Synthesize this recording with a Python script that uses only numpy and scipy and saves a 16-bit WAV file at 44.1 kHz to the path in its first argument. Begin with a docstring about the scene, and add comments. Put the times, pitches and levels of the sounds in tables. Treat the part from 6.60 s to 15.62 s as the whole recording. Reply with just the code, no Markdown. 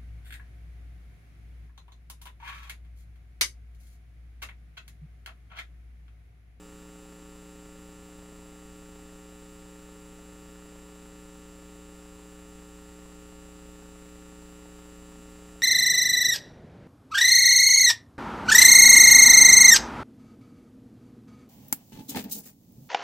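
"""Mains hum in a quiet lecture room

A camera picks up the hum electrically: a rectifier conducts twice a cycle and buzzes,
and a switching supply whines in short bursts between those pulses. Under it lie a steady
hiss and a soft rasp that flutters thirty times a second, probably the camera's own frame
cycle. Near the end a faint low sound swells in the room."""
import sys
import numpy as np
from scipy.fft import rfft, irfft, next_fast_len
from scipy.io import wavfile

SR = 44100
rng = np.random.default_rng(int(sys.argv[2]) if len(sys.argv) > 2 else 0)


def transcribe(u):
    """Save the signal u as a 16-bit wav file named by the first command-line argument.

    u: samples, shape (n,) or (channels, n), limited to [-1, 1]; the rate is SR.
    q: integer samples, one column per channel.
    """
    v = np.clip(np.atleast_2d(u).T, -1, 1)
    q = np.round(v * 32767).astype(np.int16)
    wavfile.write(sys.argv[1], SR, q)


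N = 397782

MAINS_HZ, WHINE_HZ, TOP_HZ = 60.00855, 7550.5, 15700
PULSE_HZ, FRAME_HZ = 2 * MAINS_HZ, MAINS_HZ / 2


def mains_hum(level_db=-55.5, sway_db=1.0, sway_s=10.7, loudest_s=7.3, lead_cycles=0.13):
    """The smooth mains tone runs just ahead of the diode pulses, and slowly swells and sinks."""
    sway = np.cos(2 * np.pi * (clock() - loudest_s) / sway_s)
    tone = np.sqrt(2) * np.cos(2 * np.pi * (MAINS_HZ * clock() + lead_cycles))
    return amp(level_db + sway_db * sway) * tone


# Switching ticks in each half cycle: centre_share, width_share, relative_height
SWITCH_TICKS = [(.403, .0055, -.59), (.658, .0073, .31)]

def diode_pulse(conduction_share=0.2842, ring_hz=1980, ring_s=0.00022, size=2048):
    """Half a cycle: the diodes pass a hump of current, which induces its slope, ending in a snap."""
    place = np.arange(size) / size
    t = place / PULSE_HZ
    attack = 1 - np.exp(-place / 0.0021)
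    slope = (1 - 2 * place / conduction_share) * attack
    # the current turns over quickly at the top of the hump
    from_top = (place - conduction_share / 2) / 0.048
    turn = 0.29 * from_top * bell(from_top)
    conducting = (1 - np.tanh((place - conduction_share) / 0.00072)) / 2
    # the wiring rings for an instant as the diodes open
    ringing = 1.09 * np.sin(2 * np.pi * ring_hz * t) * np.exp(-t / ring_s)
    ticks = sum(height * bell((place - centre) / width) for centre, width, height in SWITCH_TICKS)
    return (slope - turn) * conducting - ringing + ticks


# EQ on the buzz: frequency_hz, gain_db
BUZZ_EQ = [(180, 2.5), (300, 0.74), (420, 0), (540, 1.6), (660, -6), (800, -4), (1300, 3), (1600, -3.5),
           (2800, 3), (3300, 0), (4300, -2), (4900, 0), (6000, -2), (10200, 2), (11000, -9), (15500, -15)]

def rectifier_buzz(gain_db=-40):
    """Diode pulses, one at each mains crest, run together into a buzz."""
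    pulse = amp(gain_db) * diode_pulse()
    # the second half cycle mirrors the first, which leaves only odd harmonics
    harmonics = rfft(np.concatenate([pulse, -pulse]))
    hz = np.arange(len(harmonics)) * MAINS_HZ
    overtones = (hz > MAINS_HZ) & (hz < TOP_HZ)
    cycle = irfft(harmonics * amp(along(BUZZ_EQ, hz)) * overtones)
    return repeat(cycle, MAINS_HZ)


# Bright colour of a diode click: frequency_hz, gain_db
CLICK_EQ = [(4000, -37), (8000, -4), (12000, -6), (15500, -8)]

def diode_clicks(level_db=-61):
    """Each diode opens with a tiny bright click."""
    return amp(level_db) * gate(PULSE_HZ * clock(), centre=0, length=0.025) * noise(CLICK_EQ)


# The supply's bursts in each half cycle: centre_share, length_share, gain_db
SUPPLY_BURSTS = [(.416, .176, 0), (.825, .301, .6)]

def supply_drive():
    """The envelope of the switching supply, which runs twice between diode pulses."""
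    pulses = PULSE_HZ * clock()
    return sum(amp(db) * gate(pulses, centre, length) for centre, length, db in SUPPLY_BURSTS)


# Faint whistles riding the bursts: pitch_hz, level_db
SUPPLY_WHISTLES = [(9426.75, -84), (9786.8, -83), (10026.83, -83), (14680.85, -88), (15040.9, -82)]

def supply_whine(gain_db=-54.5, bend_rad=1.1, warble_rad=0.51, warble_hz=1015, warble_swell_hz=80):
    """The supply sings in bursts; the ripple of its reservoir bends the pitch, which also warbles."""
    t = clock()
    place = (PULSE_HZ * t) % 1
    drive = supply_drive()
    bend = bend_rad * np.cos(2 * np.pi * (place - 0.045))
    # the warble starts anew with each diode pulse, swelling and fading
    since_s = (place - 0.037) / PULSE_HZ
    warble_depth = warble_rad * np.sin(2 * np.pi * warble_swell_hz * since_s)
    warble = warble_depth * np.cos(2 * np.pi * warble_hz * since_s)
    whine = amp(gain_db) * drive * np.cos(2 * np.pi * WHINE_HZ * t - bend - warble)
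    whistles = sum(amp(db) * np.sqrt(2) * np.sin(2 * np.pi * hz * t) for hz, db in SUPPLY_WHISTLES)
    return whine + whistles * unit(drive)


# EQ on the comb around the whine: frequency_hz, gain_db
COMB_EQ = [(3000, -30), (5500, -7), (6500, -2), (7500, -8), (8800, 0), (10200, -1), (10800, -8),
           (15500, -14)]

def switching_comb(level_db=-70.5):
    """A jagged switching pattern recurs every half cycle and spreads faint lines around the whine."""
    jagged = repeat(rng.standard_normal(128), PULSE_HZ) * supply_drive()
    lines = jagged * np.cos(2 * np.pi * WHINE_HZ * clock())
    return amp(level_db) * coloured(lines, COMB_EQ)


# Thin colour of the fizz: frequency_hz, gain_db
FIZZ_EQ = [(3000, -20), (6000, -10), (7500, -13), (8500, -5), (10200, -1), (10800, -5), (15500, -10)]

def switching_fizz(gain_db=-73):
    """The switching is a little unsteady, so each burst carries a thin fizz."""
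    return amp(gain_db) * supply_drive() * noise(FIZZ_EQ)


# Dark body of each puff: frequency_hz, gain_db
RASP_EQ = [(20, 1), (60, 2), (150, -6.5), (270, -4.5), (450, -4.5), (650, -12), (950, -10), (1300, -14.5),
           (1900, -16.5), (2500, -22.5), (3800, -24), (5500, -28), (12000, -44)]
# Brighter crest of each puff: frequency_hz, gain_db
CREST_EQ = [(200, -24), (500, 4), (950, -6), (1300, -5), (1950, -5), (2500, -14.5), (4000, -16.5),
            (8000, -29)]

def frame_flutter(rasp_db=-56.5, crest_db=-59.5, scatter_db=1):
    """Once a frame comes a puff of low rasping noise with a short, brighter crest."""
    frames = FRAME_HZ * clock()
    strength_db = scatter_db * rng.standard_normal(int(frames[-1]) + 2)
    strength = amp(strength_db[(frames + 0.5).astype(int)])
    body = amp(rasp_db) * gate(frames, centre=0.828, length=0.46) * noise(RASP_EQ)
    crest = amp(crest_db) * gate(frames, centre=0.749, length=0.16) * noise(CREST_EQ)
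    return strength * (body + crest)


def frame_throb(dip_db=-52, fade_db=4, rise_db=-53, spacing_share=0.1117):
    """Under each puff the voltage dips three times, ever less, then rises between puffs."""
    frames = FRAME_HZ * clock()
    dips = sum(amp(dip_db - fade_db * k) * gate(frames, centre=0.674 + k * spacing_share, length=0.068)
               for k in range(3))
    voltage = amp(rise_db) * gate(frames, centre=0.27, length=0.22) - dips
    return voltage - voltage.mean()


# Cue for the low swell: peak_s, length_s, level_db
ROOM_SWELLS = [(8.62, 0.29, -61)]
# Its narrow, low colour: frequency_hz, gain_db
SWELL_EQ = [(120, -43), (210, -4), (255, 0), (290, -6), (400, -47), (1000, -85)]

def room_swell():
    """A soft, low sound rises briefly out of the room tone."""
    envelope = sum(amp(db) * bell(2 * (clock() - peak_s) / length_s)
                   for peak_s, length_s, db in ROOM_SWELLS)
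    return envelope * noise(SWELL_EQ)


# Hiss in the centre: frequency_hz, gain_db
HISS_EQ = [(20, 1.5), (45, -1), (100, -14.5), (200, -6), (300, -8.5), (420, -26), (700, -18), (1200, -23),
           (2500, -21), (5000, -24), (7500, -22), (11000, -26.5), (15500, -28)]
# Very faint stereo noise, opposite in left and right: frequency_hz, gain_db
STEREO_NOISE_EQ = [(20, 5), (100, -5), (350, -35.5), (800, -15.5), (3000, -22.5), (6000, -16), (10000, -18),
                   (15500, -14.5)]

def steady_hiss(mid_db=-60, side_db=-77):
    """A steady hiss, nearly mono; beside it runs a very faint noise, opposite in left and right, brightest in
    the treble."""
    mid = amp(mid_db) * noise(HISS_EQ)
    side = amp(side_db) * noise(STEREO_NOISE_EQ)
    return np.array([mid + side, mid - side])


def amp(db):
    """Decibels to gain."""
    return 10 ** (np.asarray(db) / 20)


def unit(x):
    """x at rms 1."""
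    return x / np.sqrt(np.mean(x ** 2) + 1e-20)


def along(points, hz):
    """An EQ curve read on a log frequency axis."""
    frequencies, values = np.transpose(points)
    return np.interp(np.log(hz + 1), np.log(frequencies), values)


def clock():
    """Seconds at each sample."""
    return np.arange(N) / SR


def filtered(x, response):
    """x through a frequency response."""
    size = next_fast_len(N + 8192)
    hz = np.fft.rfftfreq(size, 1 / SR)
    return irfft(rfft(x, size) * response(hz), size)[..., :N]


def coloured(x, eq):
    """x through an EQ curve, brought to rms 1."""
    return unit(filtered(x, lambda hz: amp(along(eq, hz))))


def noise(eq):
    """Coloured noise of rms 1."""
    return coloured(rng.standard_normal(N), eq)


def repeat(cycle, hz):
    """One cycle looped hz times a second."""
    return np.interp(clock() * hz, np.arange(len(cycle)) / len(cycle), cycle, period=1)


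def bell(x):
    """A smooth bump of height 1 at x = 0."""
    return np.exp(-np.square(x))


def gate(cycles, centre, length):
    """A round-shouldered window once a cycle; centre and length are shares of the cycle."""
    away = (cycles - centre + 0.5) % 1 - 0.5
    return bell(np.square(2 * away / length))


def scene():
    """The electrical sounds reach both channels alike; only the hiss has width."""
    hum = mains_hum() + rectifier_buzz() + diode_clicks()
    supply = supply_whine() + switching_comb() + switching_fizz()
    return hum + supply + frame_flutter() + frame_throb() + room_swell() + steady_hiss()


def record(dry):
    """The camera keeps nothing above its band limit."""
    return filtered(dry, lambda hz: hz < TOP_HZ)


dry = scene()
out = record(dry)
transcribe(out)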